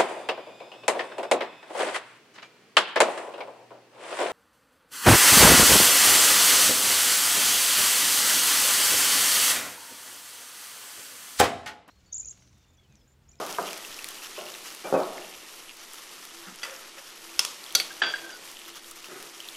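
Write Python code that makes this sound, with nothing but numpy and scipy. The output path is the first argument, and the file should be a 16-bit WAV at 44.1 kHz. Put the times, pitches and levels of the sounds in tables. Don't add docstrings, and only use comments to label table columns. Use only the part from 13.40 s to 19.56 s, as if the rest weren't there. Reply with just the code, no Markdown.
import sys
import numpy as np
from scipy import signal
from scipy.fft import rfft, irfft
from scipy.io import wavfile
from scipy.ndimage import uniform_filter1d

SR = 44100
rng = np.random.default_rng(int(sys.argv[2]) if len(sys.argv) > 2 else 0)


def digitize_waveform(pressure):
    field = np.atleast_2d(pressure).T
    bounded = np.clip(field, -1, 1)
    quanta = np.round(bounded * 32767).astype(np.int16)
    wavfile.write(sys.argv[1], SR, quanta)


def ratio(d):
    e = np.asarray(d, float) / 20
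    return 10 ** e


N = 271777
TIME = np.arange(N) / SR

# [t/s, level/dB]
STOVE_LEVEL = [
    (0.0, -40),
    (2.16, -46.5),
    (3.86, -46.5),
    (4.53, -44.5),
    (5.49, -47.5),
    (6.0, -46.5),
    (6.16, -43.5),
]
# [f/Hz, level/dB per Hz]
FLAME_SPECTRUM = [(56, -45), (95, -15), (344, 2.5), (669, -1), (1030, 0.5), (1580, -5.5), (1790, 1.5),
                  (3000, -0.5), (4420, -1.5), (5590, -3), (13200, -7.5), (15000, -21), (16000, -56)]
# [f/Hz, level/dB]
SIZZLE_SPECTRUM = [(800, -23), (1800, -2), (2900, 2), (4200, 5.5), (6000, 8), (9000, -50), (14000, -17)]
# [f/Hz, width/Hz, level/dB]
POT_AIR = [(2990, 620, 2.5), (5260, 1900, 5), (1300, 360, 2), (10250, 1200, -2.5)]
# [f/Hz, level/dB per Hz]
RUMBLE_SPECTRUM = [(12, 12.5), (22, -19), (31, -20), (41, -9), (52, -4.5), (65, -17), (100, -26),
                   (140, -64)]
# [t/s, peak level/dB, half length/s]
MOTOR_SURGES = [(1.903, -67, 0.15), (2.993, -58, 0.081), (3.482, -70, 0.21), (3.842, -57, 0.022),
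                (3.912, -53, 0.039), (4.41, -52, 0.034), (4.68, -54, 0.082), (4.848, -52, 0.065),
                (5.27, -60, 0.052), (5.516, -62.5, 0.25), (5.968, -60, 0.09)]
# [t/s, peak level/dB, dull above f/Hz, rise/s]
FAR_THUDS = [(0.0, -26, 1400, 0.00021), (0.19, -27.5, 1380, 0.006), (0.977, -35.5, 1300, 0.01),
             (1.44, -28, 1400, 0.0073), (1.54, -19, 1200, 0.0017), (1.73, -32, 960, 0.037),
             (3.251, -48, 684, 0.041), (4.36, -36.5, 1250, 0.013), (4.619, -34, 1180, 0.0044),
             (4.63, -44, 219, 0.011), (4.8, -34.5, 1060, 0.11), (5.69, -43, 1510, 0.02),
             (5.8, -46.5, 680, 0.011)]
# [f/Hz, level/dB per Hz]
CUPBOARD_SPECTRUM = [(53, -64), (90, -28), (134, -18.5), (193, -6.5), (226, -13), (419, 0.5), (460, -5),
                     (540, -2.5), (578, -2), (617, 1.5), (1030, -8.5), (1270, -3), (1660, -10.5),
                     (2200, -14.5), (2860, -61), (4840, -120)]
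# [t/s, peak level/dB, f/Hz]
ROUND_SPITS = [(0.148, -21, 3070), (0.269, -20.5, 3000), (0.2884, -22, 2640), (0.4487, -23, 2700),
               (0.516, -27, 3180), (0.308, -22, 4700), (0.797, -31, 2800), (0.82, -26, 2600),
               (0.93, -26, 6380), (0.9715, -30, 2500), (1.0095, -37, 2980), (1.025, -30, 5700),
               (1.055, -26, 4700), (1.086, -27, 2770), (1.266, -35, 2900), (1.821, -25, 2820),
               (1.938, -28, 4510), (2.285, -28, 2900), (2.693, -32, 2900), (3.363, -24, 5290),
               (3.893, -32, 2640), (3.9415, -27, 2570), (4.281, -33, 3310), (5.37, -27, 3340),
               (0.5435, -18.5, 5540), (0.5903, -19.5, 2560), (5.4605, -28, 4000), (0.783, -23.5, 2910),
               (0.8465, -21, 2960), (0.9883, -20, 2800), (1.066, -26, 2800), (1.1406, -20, 3820),
               (1.15, -25, 2580), (1.634, -23, 4400), (1.78, -24, 2120), (3.5818, -30.5, 2570),
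               (4.2403, -20, 4700), (4.2635, -22, 3400), (4.3065, -24, 3250), (5.1688, -24.5, 2950),
               (5.1904, -27, 3050), (5.254, -26, 3580), (5.3015, -24.5, 2930), (5.341, -27, 3300),
               (5.444, -29, 3200), (5.6434, -22.5, 2780), (5.939, -32, 3300), (6.0029, -17.5, 3050),
               (6.087, -17.5, 3480), (6.1502, -24, 2990)]
# [t/s, peak level/dB, f/Hz]
DRY_SNAPS = [(0.065, -26, 6500), (0.1268, -23, 5910), (0.227, -29, 5000), (0.3311, -23.5, 2440),
             (0.377, -28, 5000), (0.463, -34, 3500), (0.6439, -22.5, 2370), (0.6878, -22.5, 5750),
             (0.707, -32, 2980), (1.206, -46, 6200), (2.8525, -32, 7180), (3.1595, -33, 6030),
             (5.52, -40, 9000), (2.076, -37, 8000), (2.37, -33, 6000), (2.535, -29, 5000),
             (2.545, -33, 10000), (5.627, -34, 3730), (5.56, -34, 9000), (0.7444, -30.5, 2900),
             (1.3488, -29, 2570), (2.192, -37, 6300), (4.325, -27, 5900), (5.1155, -31, 5160),
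             (5.4594, -47, 4100), (5.2815, -34, 1300), (5.287, -34, 2100), (5.512, -29, 6570),
             (5.515, -34, 1300), (5.827, -29, 6900)]
# [t/s, peak level/dB]
GRIP_LUMPS = [(0.1, -66), (0.52, -66), (0.66, -65), (0.89, -68), (1.98, -69), (3.995, -65), (4.36, -66),
              (4.62, -72), (5.51, -68), (5.85, -76)]
# [t/s, peak level/dB]
BOARD_RAP = [
    (0.1845, -13),
    (0.1915, -18),
]
# [f/Hz, level/dB, t60/s]
BOARD_MODES = [(430, -7.5, 0.058), (684, -4.5, 0.12), (943, 3.5, 0.061), (1200, 5, 0.023), (1370, 3, .03),
               (1600, -1, 0.019)]
# [t/s, level/dB, half length/s]
FAT_FLURRIES = [
    (0.297, -45.5, 0.056),
    (0.997, -49, 0.058),
    (1.837, -53, 0.22),
    (2.296, -48.5, 0.024),
    (2.9, -76, 0.081),
    (5.26, -53, 0.12),
    (6.07, -55, .1),
]
# [t/s, peak level/dB]
SHELF_TAPS = [
    (0.977, -26.5),
    (0.99, -29),
    (1.012, -51),
    (1.055, -35),
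    (1.09, -36),
]
# [f/Hz, level/dB, t60/s]
SHELF_MODES = [(358, -1, 0.38), (432, 2, 0.13), (566, 2, 0.1), (620, -2, 0.35), (780, -7, 0.22),
               (1098, 2.5, 0.12), (1210, -18, .09), (1400, -18.5, 0.063)]
# [t/s, peak level/dB, f/Hz, length/s]
DAMPED_PINGS = [(1.433, -44, 2350, 0.043), (1.535, -44.5, 2550, 0.05), (1.544, -50, 2370, 0.089),
                (5.69, -53, 1472, 0.088), (1.0, -40, 633, 0.026), (5.767, -43, 365, 0.0135),
                (3.061, -50.5, 192, 0.07), (3.229, -49.5, 530, 0.12), (3.564, -51.5, 544, 0.038),
                (4.506, -37, 1600, 0.01), (4.6181, -16.5, 1670, 0.0046), (3.221, -39, 3300, .005),
                (3.308, -38, 5800, .003), (4.738, -21, 1610, 0.0076), (4.828, -41, 1560, 0.064),
                (4.9, -44.5, 1483, 0.056), (4.92, -47.5, 4750, 0.041)]
# [t/s, peak level/dB]
CUPBOARD_BLOWS = [
    (1.5258, -9),
    (1.5405, -10),
    (1.5505, -8),
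    (1.58, -18),
    (1.597, -21),
]
# [f/Hz, level/dB, t60/s]
PANEL_MODES = [(185, -11, 0.15), (281, -10.5, 0.16), (365, -2, 0.31), (430, 3, 0.21), (502, -2, 0.26),
               (541, 1.5, 0.39), (616, 0, 0.26), (691, -3, 0.24), (752, -0.5, 0.22), (813, -15, 0.15),
               (875, -8.5, 0.28), (1108, -9, 0.54), (555, -2, 0.013), (1340, -14, 0.055)]
# [peak t/s, peak level/dB, swell/s, fade/s]
COUNTER_SCUFFS = [
    (3.074, -43, 0.052, 0.087),
    (3.25, -39.5, 0.046, 0.23),
    (3.586, -44, 0.027, 0.025),
    (5.72, -49, 0.13, 0.39),
]
# [f/Hz, width/Hz, level/dB]
COUNTER_BODY = [(485, 170, -1), (1300, 560, 6), (2010, 260, 6.5), (2600, 690, -3), (3660, 170, -0.5),
                (5100, 2100, -6.5)]
# [t/s, peak level/dB]
TOOL_DROP = [
    (3.232, -23.5),
    (3.2355, -23.5),
    (3.24, -30),
    (3.248, -29),
    (3.253, -33),
    (3.297, -36),
]
# [f/Hz, level/dB, t60/s]
LIGHT_TOOL_MODES = [(1400, 0.5, 0.023), (1970, -1, 0.04), (2670, 2, 0.022), (3400, -4.0, 0.027),
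                    (4680, 5, 0.019), (5000, -3, .02), (5900, 0.5, .02)]
# [f/Hz, level/dB per Hz]
TOOL_CRACK = [(290, -27), (500, -21), (3440, 1), (3930, -29), (4610, -14), (10900, -12), (12000, -12),
              (15600, -53), (22000, -120)]
# [t/s, peak level/dB]
FIRST_CLICK = [
    (3.9926, -0.5),
    (3.9945, -7.5),
    (3.998, -17),
    (4.003, -20),
    (4.012, -27),
    (4.0497, -9),
    (4.052, -28),
]
# [f/Hz, level/dB, t60/s]
FIRST_CLICK_MODES = [(1080, -18, 0.019), (2830, -5.5, 0.009), (3180, -10.5, 0.017), (5290, -1, 0.012),
                     (5900, -14, 0.043), (6570, -14, 0.047), (3400, -22, .1), (9600, -5.5, 0.0084),
                     (13200, -15, 0.0076)]
# [f/Hz, level/dB per Hz]
FIRST_CRACK = [(180, -52), (300, -22), (526, -9.5), (781, -19), (1050, -3.5), (1700, -16), (2800, -8.5),
               (6460, -7), (13400, -22), (15500, -42)]
# [t/s, peak level/dB]
SECOND_CLICK = [
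    (4.3505, -1),
    (4.35315, -2),
]
# [f/Hz, level/dB, t60/s]
SECOND_CLICK_MODES = [(2200, -16, .02), (3725, -10, .025), (3324, -17, .07), (6030, 2, .018),
                      (6045, -19, .11), (11400, -9, .009), (13200, -13, .007), (4555, 0, .018),
                      (4572, -8, .075), (5080, -17, .07), (1400, -20, .06), (9700, -16, .02)]
# [f/Hz, level/dB per Hz]
SECOND_CRACK = [(180, -37), (300, -10), (1260, -8.5), (1420, -11), (2980, -3.5), (4570, 7), (4880, -0.5),
                (12000, -9), (15500, -24)]
# [t/s, peak level/dB]
TIP_BOUNCE = [
    (4.3997, -12),
    (4.4028, -26),
]
# [f/Hz, level/dB, t60/s]
TIP_MODES = [(1420, -16, .04), (2250, -8, .02), (3390, -8, .05), (4572, -5, .06), (4230, -10, .04),
             (5500, -9, .015), (6100, -8, .012)]
# [t/s, peak level/dB, hardness/dB]
DISH_KNOCKS = [
    (4.506, -36, -14),
    (4.619, -7, -3),
    (4.622, -14, -12),
    (4.63435, -9, -1),
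    (4.638, -14, -14),
    (4.643, -19, -12),
    (4.652, -26, -9),
    (4.661, -24, -21),
    (4.7375, -23, -6),
    (4.9, -33, -4),
]
# [f/Hz, level/dB, t60/s]
DISH_MODES = [(1366, -8, 0.07), (1725, -6, 0.11), (1808, -12, .15), (3838, -12, 0.08), (4780, -8, 0.3),
              (1496, -4, 0.27), (1557, 0, 0.3), (3328, -8.5, 0.5), (3406, -1, 0.4), (4680, -6, 0.6),
              (3170, -8, .07), (3020, -6, .05), (2900, -8, .05)]
# [f/Hz, level/dB per Hz]
DISH_CRACK = [(120, -52), (200, -27), (1130, -12.5), (1510, -7.5), (2260, -14.5), (3100, -8.5), (4250, -22),
              (4810, -19.5), (8000, -42), (10400, -67), (17600, -120)]
# [t/s, peak level/dB]
TRAY_BUMPS = [
    (5.686, -33),
    (5.703, -40),
    (5.7185, -31),
    (5.73, -36),
    (5.7595, -31.5),
    (5.797, -36),
    (5.812, -38),
]
# [f/Hz, level/dB, t60/s]
TRAY_MODES = [(365, 0.5, 0.09), (740, -6, .05), (1080, -8, .03), (1270, -2, 0.069), (1440, -3, .06),
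              (1600, -4, .04)]
# [t/s, difference level/dB, from f/Hz, to f/Hz]
WIDE_BURSTS = [
    (0.337, -13, 100, 15500),
    (2.005, -8, 4500, 7000),
    (2.31, -6, 4200, 5270),
    (4.008, -21, 100, 14000),
    (5.605, -15, 100, 15000),
]


def noise(length):
    return rng.standard_normal(length)


def filtered(x, order, hz, kind="low"):
    return signal.sosfilt(signal.butter(order, hz, kind, fs=SR, output="sos"), x)


def rms_one(x):
    return x / np.sqrt(np.mean(x ** 2) + 1e-20)


def at_hz(points, hz):
    points_hz, level_db = np.transpose(points)
    return np.interp(np.log(hz), np.log(points_hz), level_db)


def coloured(x, points):
    hz = np.maximum(np.fft.rfftfreq(len(x), 1 / SR), 1)
    return rms_one(irfft(rfft(x) * ratio(at_hz(points, hz)), len(x)))


def drift(rate):
    r = np.exp(-80 * np.pi * rate / SR)
    slow = signal.lfilter([1], [1, -2 * r, r * r], noise(N // 40 + 2002))[2000:]
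    return np.interp(np.arange(N) / 40, np.arange(len(slow)), rms_one(slow))


def random_clicks(per_s, spread_db, most):
    sizes = ratio(spread_db * np.minimum(rng.exponential(1, N), most)) * rng.choice([-1, 1], N)
    return sizes * (rng.random(N) < per_s / SR)


def ring(clicks, hz, t60):
    r = ratio(-60 / (t60 * SR))
    w = 2 * np.pi * hz / SR
    return signal.lfilter([0, np.sin(w)], [1, -2 * r * np.cos(w), r * r], clicks + 1e-18)


def band(x, hz, width_hz):
    r = np.exp(-np.pi * width_hz / SR)
    w = 2 * np.pi * hz / SR
    return signal.lfilter(np.array([1, 0, -1]) * (1 - r * r) / 2, [1, -2 * r * np.cos(w), r * r], x)


def add(out, s, sound):
    i = round(s * SR)
    out[i:i + len(sound)] += sound[:N - i]


def humps(rows):
    return sum(ratio(db) * np.exp(-((TIME - s) / half) ** 2) for s, db, half in rows)


def struck(hits, modes, colour, trim_db, spread_db, crack_db, crack_s, buzz_db, buzz_s, sign=-1):
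    out, rows, t = np.zeros(N), np.array(hits), np.arange(SR // 4) / SR
    first_s = rows[0, 0]
    at = np.round((rows[:, 0] - first_s) * SR).astype(int)
    hardness_db = rows[:, 2:].sum(axis=1)
    chance = rng.standard_normal((len(at), len(modes)))
    for k, (hz, level_db, t60) in enumerate(modes):
        clicks = np.zeros(SR)
        bright_db = hardness_db * (hz > 2300)
        clicks[at] = ratio(rows[:, 1] + trim_db + level_db + spread_db * chance[:, k] + bright_db)
        add(out, first_s, ring(clicks, hz, t60) * sign ** k)
    dying = ratio(crack_db) * np.exp(-t / crack_s) + ratio(buzz_db) * np.exp(-t / buzz_s)
    dying *= 1 - np.exp(-t / 0.0009)
    for s, db in rows[:, :2]:
        add(out, s, ratio(db) * dying * coloured(noise(len(t)), colour))
    return out


def flame(hiss_db):
    hiss = coloured(noise(N), FLAME_SPECTRUM)
    top = filtered(hiss, 2, 5000, "high")
    flutter = ratio(1.6 * drift(18))
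    return ratio(hiss_db + .8 * drift(5)) * (hiss - top + top * flutter)


def sizzle(sizzle_db):
    bursts_per_s = 1000 * ratio(5.0 * drift(14))
    bursts = random_clicks(bursts_per_s, spread_db=3.0, most=3.0)
    dealt = rng.integers(0, 12, N)
    grains = np.zeros(N)
    for k, hz in enumerate(np.geomspace(900, 12000, 12)):
        grains += ratio(at_hz(SIZZLE_SPECTRUM, hz)) * ring(bursts * (dealt == k), hz, 12.3 / hz)
    hollow = sum(ratio(db) * rms_one(band(bursts, hz, width)) for hz, width, db in POT_AIR)
    return ratio(sizzle_db) * rms_one(rms_one(grains) + ratio(4.0) * rms_one(hollow))


def crackle(swing_db):
    ticks = random_clicks(180 * ratio(6.0 * drift(9)), spread_db=4.9, most=2.5)
    burst = noise(40) * np.exp(-np.arange(40) / 8)
    ticks = filtered(np.convolve(ticks, burst)[:N] + 1e-18, 2, 2400, "high")
    return ratio(-50 + swing_db) * ticks


def rumble():
    return ratio(-65.5 + 2.0 * drift(4.5)) * coloured(noise(N), RUMBLE_SPECTRUM)


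def hum():
    cycles = np.cumsum(336 + 4.3 * drift(10.0)) / SR
    level = ratio(-66) + humps(MOTOR_SURGES)
    return level * ratio(3 * drift(14)) * np.sin(2 * np.pi * cycles)


def thuds():
    out, t = np.zeros(N), np.arange(SR) / SR
    for s, db, dull_hz, rise_s in FAR_THUDS:
        body = rms_one(filtered(coloured(noise(SR), CUPBOARD_SPECTRUM), 4, dull_hz))
        t60_s = 0.62 if dull_hz > 400 else 0.42
        swell = 1 - np.exp(-t / max(rise_s, 1e-4))
        add(out, s, ratio(db - 4.5) * body * swell * ratio(-60 * t / t60_s))
    return out


def spits():
    out, click = np.zeros(N), np.r_[1., np.zeros(700)]
    t = np.arange(len(click)) / SR
    swell = 1.01 * (1 - np.exp(-t / 0.00041))
    ring_cycles, twin_share = 26.6, 0.51
    for rows, tick_db, tick_s in ((ROUND_SPITS, -5.5, .0015), (DRY_SNAPS, 11, .0004)):
        for s, db, hz in rows:
            tick = band(noise(len(click)) * np.exp(-t / tick_s), 3600, width_hz=12300)
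            tick = 0.65 * tick / np.abs(tick).max()
            t60_s = ring_cycles / hz
            twin = ring(click, hz * rng.uniform(0.792, 1.284), t60_s)
            bubble = swell * (ring(click, hz, t60_s) - twin_share * twin)
            add(out, s, ratio(db - 4.0) * (bubble + ratio(tick_db) * tick))
    return out


def handling():
    low = rms_one(filtered(noise(N), 2, [25, 120], "band"))
    return low * humps([(s, db, 0.031) for s, db in GRIP_LUMPS])


def rap():
    return struck(BOARD_RAP, BOARD_MODES, CUPBOARD_SPECTRUM, trim_db=-10.5, spread_db=3.0,
                  crack_db=-9.0, crack_s=0.0018, buzz_db=-19.5, buzz_s=0.019)


def flurries():
    pops = random_clicks(350.0, spread_db=8.7, most=3)
    mouth = band(band(pops + 1e-18, 2800, width_hz=1200), 2800, width_hz=1200)
    return rms_one(mouth) * humps(FAT_FLURRIES)


def taps():
    return struck(SHELF_TAPS, SHELF_MODES, CUPBOARD_SPECTRUM, trim_db=-14.5, spread_db=1.0,
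                  crack_db=-24, crack_s=0.0018, buzz_db=-34, buzz_s=0.033)


def pings():
    out = np.zeros(N)
    for s, db, hz, length_s in DAMPED_PINGS:
        t = np.arange(round(1.3 * length_s * SR)) / SR
        rubbed = rms_one(band(band(noise(len(t)), hz, width_hz=50), hz, width_hz=50))
        tone = np.sin(2 * np.pi * hz * t) if length_s < .02 else .7 * rubbed
        swell = np.sin(np.pi * (t / t[-1]) ** .6) ** 0.4
        add(out, s, ratio(db) * tone * swell)
    return out


def thumps():
    thump = struck(CUPBOARD_BLOWS, PANEL_MODES, CUPBOARD_SPECTRUM, trim_db=-17.5, spread_db=1.5,
                   crack_db=-17, crack_s=0.0016, buzz_db=-26.0, buzz_s=0.029, sign=0.98)
    return filtered(thump, 2, [150, 1900], "band")


def scuffs():
    grit = random_clicks(4000.0, spread_db=5.8, most=2.5)
    body = np.zeros(N)
    for k, (hz, width, db) in enumerate(COUNTER_BODY):
        body += ratio(db) * band(grit, hz, width) * (-1) ** k
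    level = np.zeros(N)
    for s, db, swell_s, fade_s in COUNTER_SCUFFS:
        away = np.maximum((s - TIME) / swell_s, (TIME - s) / fade_s)
        level += ratio(db - 20.5 * away)
    return rms_one(body) * level


def rattle():
    return struck(TOOL_DROP, LIGHT_TOOL_MODES, TOOL_CRACK, trim_db=-9.0, spread_db=0.0,
                  crack_db=-12.0, crack_s=0.0051, buzz_db=-23.0, buzz_s=0.043)


def utensil():
    out = struck(FIRST_CLICK, FIRST_CLICK_MODES, FIRST_CRACK, trim_db=-7.0, spread_db=1.5,
                 crack_db=-6, crack_s=0.0012, buzz_db=-31.5, buzz_s=0.068)
    out += struck(SECOND_CLICK, SECOND_CLICK_MODES, SECOND_CRACK, trim_db=-9.5, spread_db=1.5,
                  crack_db=-8.5, crack_s=0.0022, buzz_db=-28.0, buzz_s=0.049)
    out += struck(TIP_BOUNCE, TIP_MODES, TOOL_CRACK, trim_db=-4.5, spread_db=2.0,
                  crack_db=-9.0, crack_s=0.0022, buzz_db=-23.0, buzz_s=0.029)
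    return out


def dish():
    settled = np.clip((TIME - 4.75) / .02, 0, 1)
    resting = ratio(-3 * settled + 2.5 * drift(30))
    return resting * struck(DISH_KNOCKS, DISH_MODES, DISH_CRACK, trim_db=-19, spread_db=1.5,
                            crack_db=-9, crack_s=0.005, buzz_db=-30, buzz_s=0.11)


def tray():
    return struck(TRAY_BUMPS, TRAY_MODES, CUPBOARD_SPECTRUM, trim_db=-11.5, spread_db=2.5,
                  crack_db=-14.0, crack_s=0.0016, buzz_db=-25.0, buzz_s=.015, sign=0.88)


def kitchen(x):
    t60_s, wall_cut_hz = .36, 2200
    t = np.arange(SR // 2) / SR
    echoes = noise(len(t)) * (1 - np.exp(-t / 0.0014))
    dull = filtered(echoes, 1, wall_cut_hz)
    response = dull * ratio(-60 * t / t60_s) + (echoes - dull) * ratio(-60 * t / (0.018 * t60_s))
    return signal.fftconvolve(x, response / np.sqrt(np.sum(response ** 2)))[:N]


def scene():
    stove_db = np.interp(TIME, *np.transpose(STOVE_LEVEL))
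    swing_db = stove_db - stove_db.mean()
    near = spits() + rap() + flurries() + taps() + pings() + thumps()
    near += scuffs() + rattle() + utensil() + dish() + tray()
    events = near + ratio(-17) * kitchen(near) + sizzle(-49 + swing_db) + thuds()
    events = filtered(events, 4, 125, "high")
    hiss_db = -47 + 0.76 * swing_db
    mono = events + flame(hiss_db) + crackle(swing_db) + rumble() + hum() + handling()
    return np.array([mono, mono])


def thinned(x, under_db, tilt_db, floor_db, masking):
    hz, _, cells = signal.stft(x, SR, nperseg=2048)
    power = np.abs(cells) ** 2
    bands_db = 10 * np.log10(uniform_filter1d(power, size=5, axis=0) + 1e-20)
    usual_db = np.median(bands_db, axis=1)
    mid_db = 10 * np.log10(power[(hz > 1300) & (hz < 4000)].sum(axis=0) + 1e-20)
    rise_db = masking * np.maximum(mid_db - np.median(mid_db) - 3.5, 0)
    octaves = np.log2(np.maximum(hz, 1) / 10000)
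    limit_db = np.maximum(usual_db - under_db + tilt_db * octaves, floor_db)
    keep = (bands_db > limit_db[:, None] + rise_db) | (hz < 6500)[:, None]
    return signal.istft(cells * keep, SR, nperseg=2048)[1][:N]


def difference(mono):
    out, t = np.zeros(N), np.arange(2048) / SR
    specks_per_s = 22
    for when, pitch, db in rng.random((round(specks_per_s * N / SR), 3)):
        speck = np.hanning(len(t)) * np.sin(2 * np.pi * (170 + 12000 * pitch ** 3) * t)
        add(out, when * N / SR, ratio(-71.5 + 8 * db) * speck)
    for s, db, low_hz, high_hz in WIDE_BURSTS:
        gate = np.exp(-((TIME - s) / 0.016) ** 4)
        flips = rng.choice([-1, 1], N // 8 + 1).repeat(8)[:N]
        out += ratio(db) * filtered(gate * mono * flips + 1e-12, 4, [low_hz, high_hz], "band")
    return out


def band_limit(x):
    return signal.sosfilt(signal.butter(12, 16480, fs=SR, output="sos"), x)


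def record(dry):
    top_cut = signal.cheby2(6, 40, 17500, fs=SR, output="sos")
    mono = signal.sosfilt(top_cut, np.clip(dry[0], -.98, .98))
    mono = thinned(mono, under_db=4.3, tilt_db=3.5, floor_db=-89, masking=.33)
    mix = mono + difference(mono) * [[1], [-1]]
    return band_limit(mix)


dry = scene()
out = record(dry)
digitize_waveform(out)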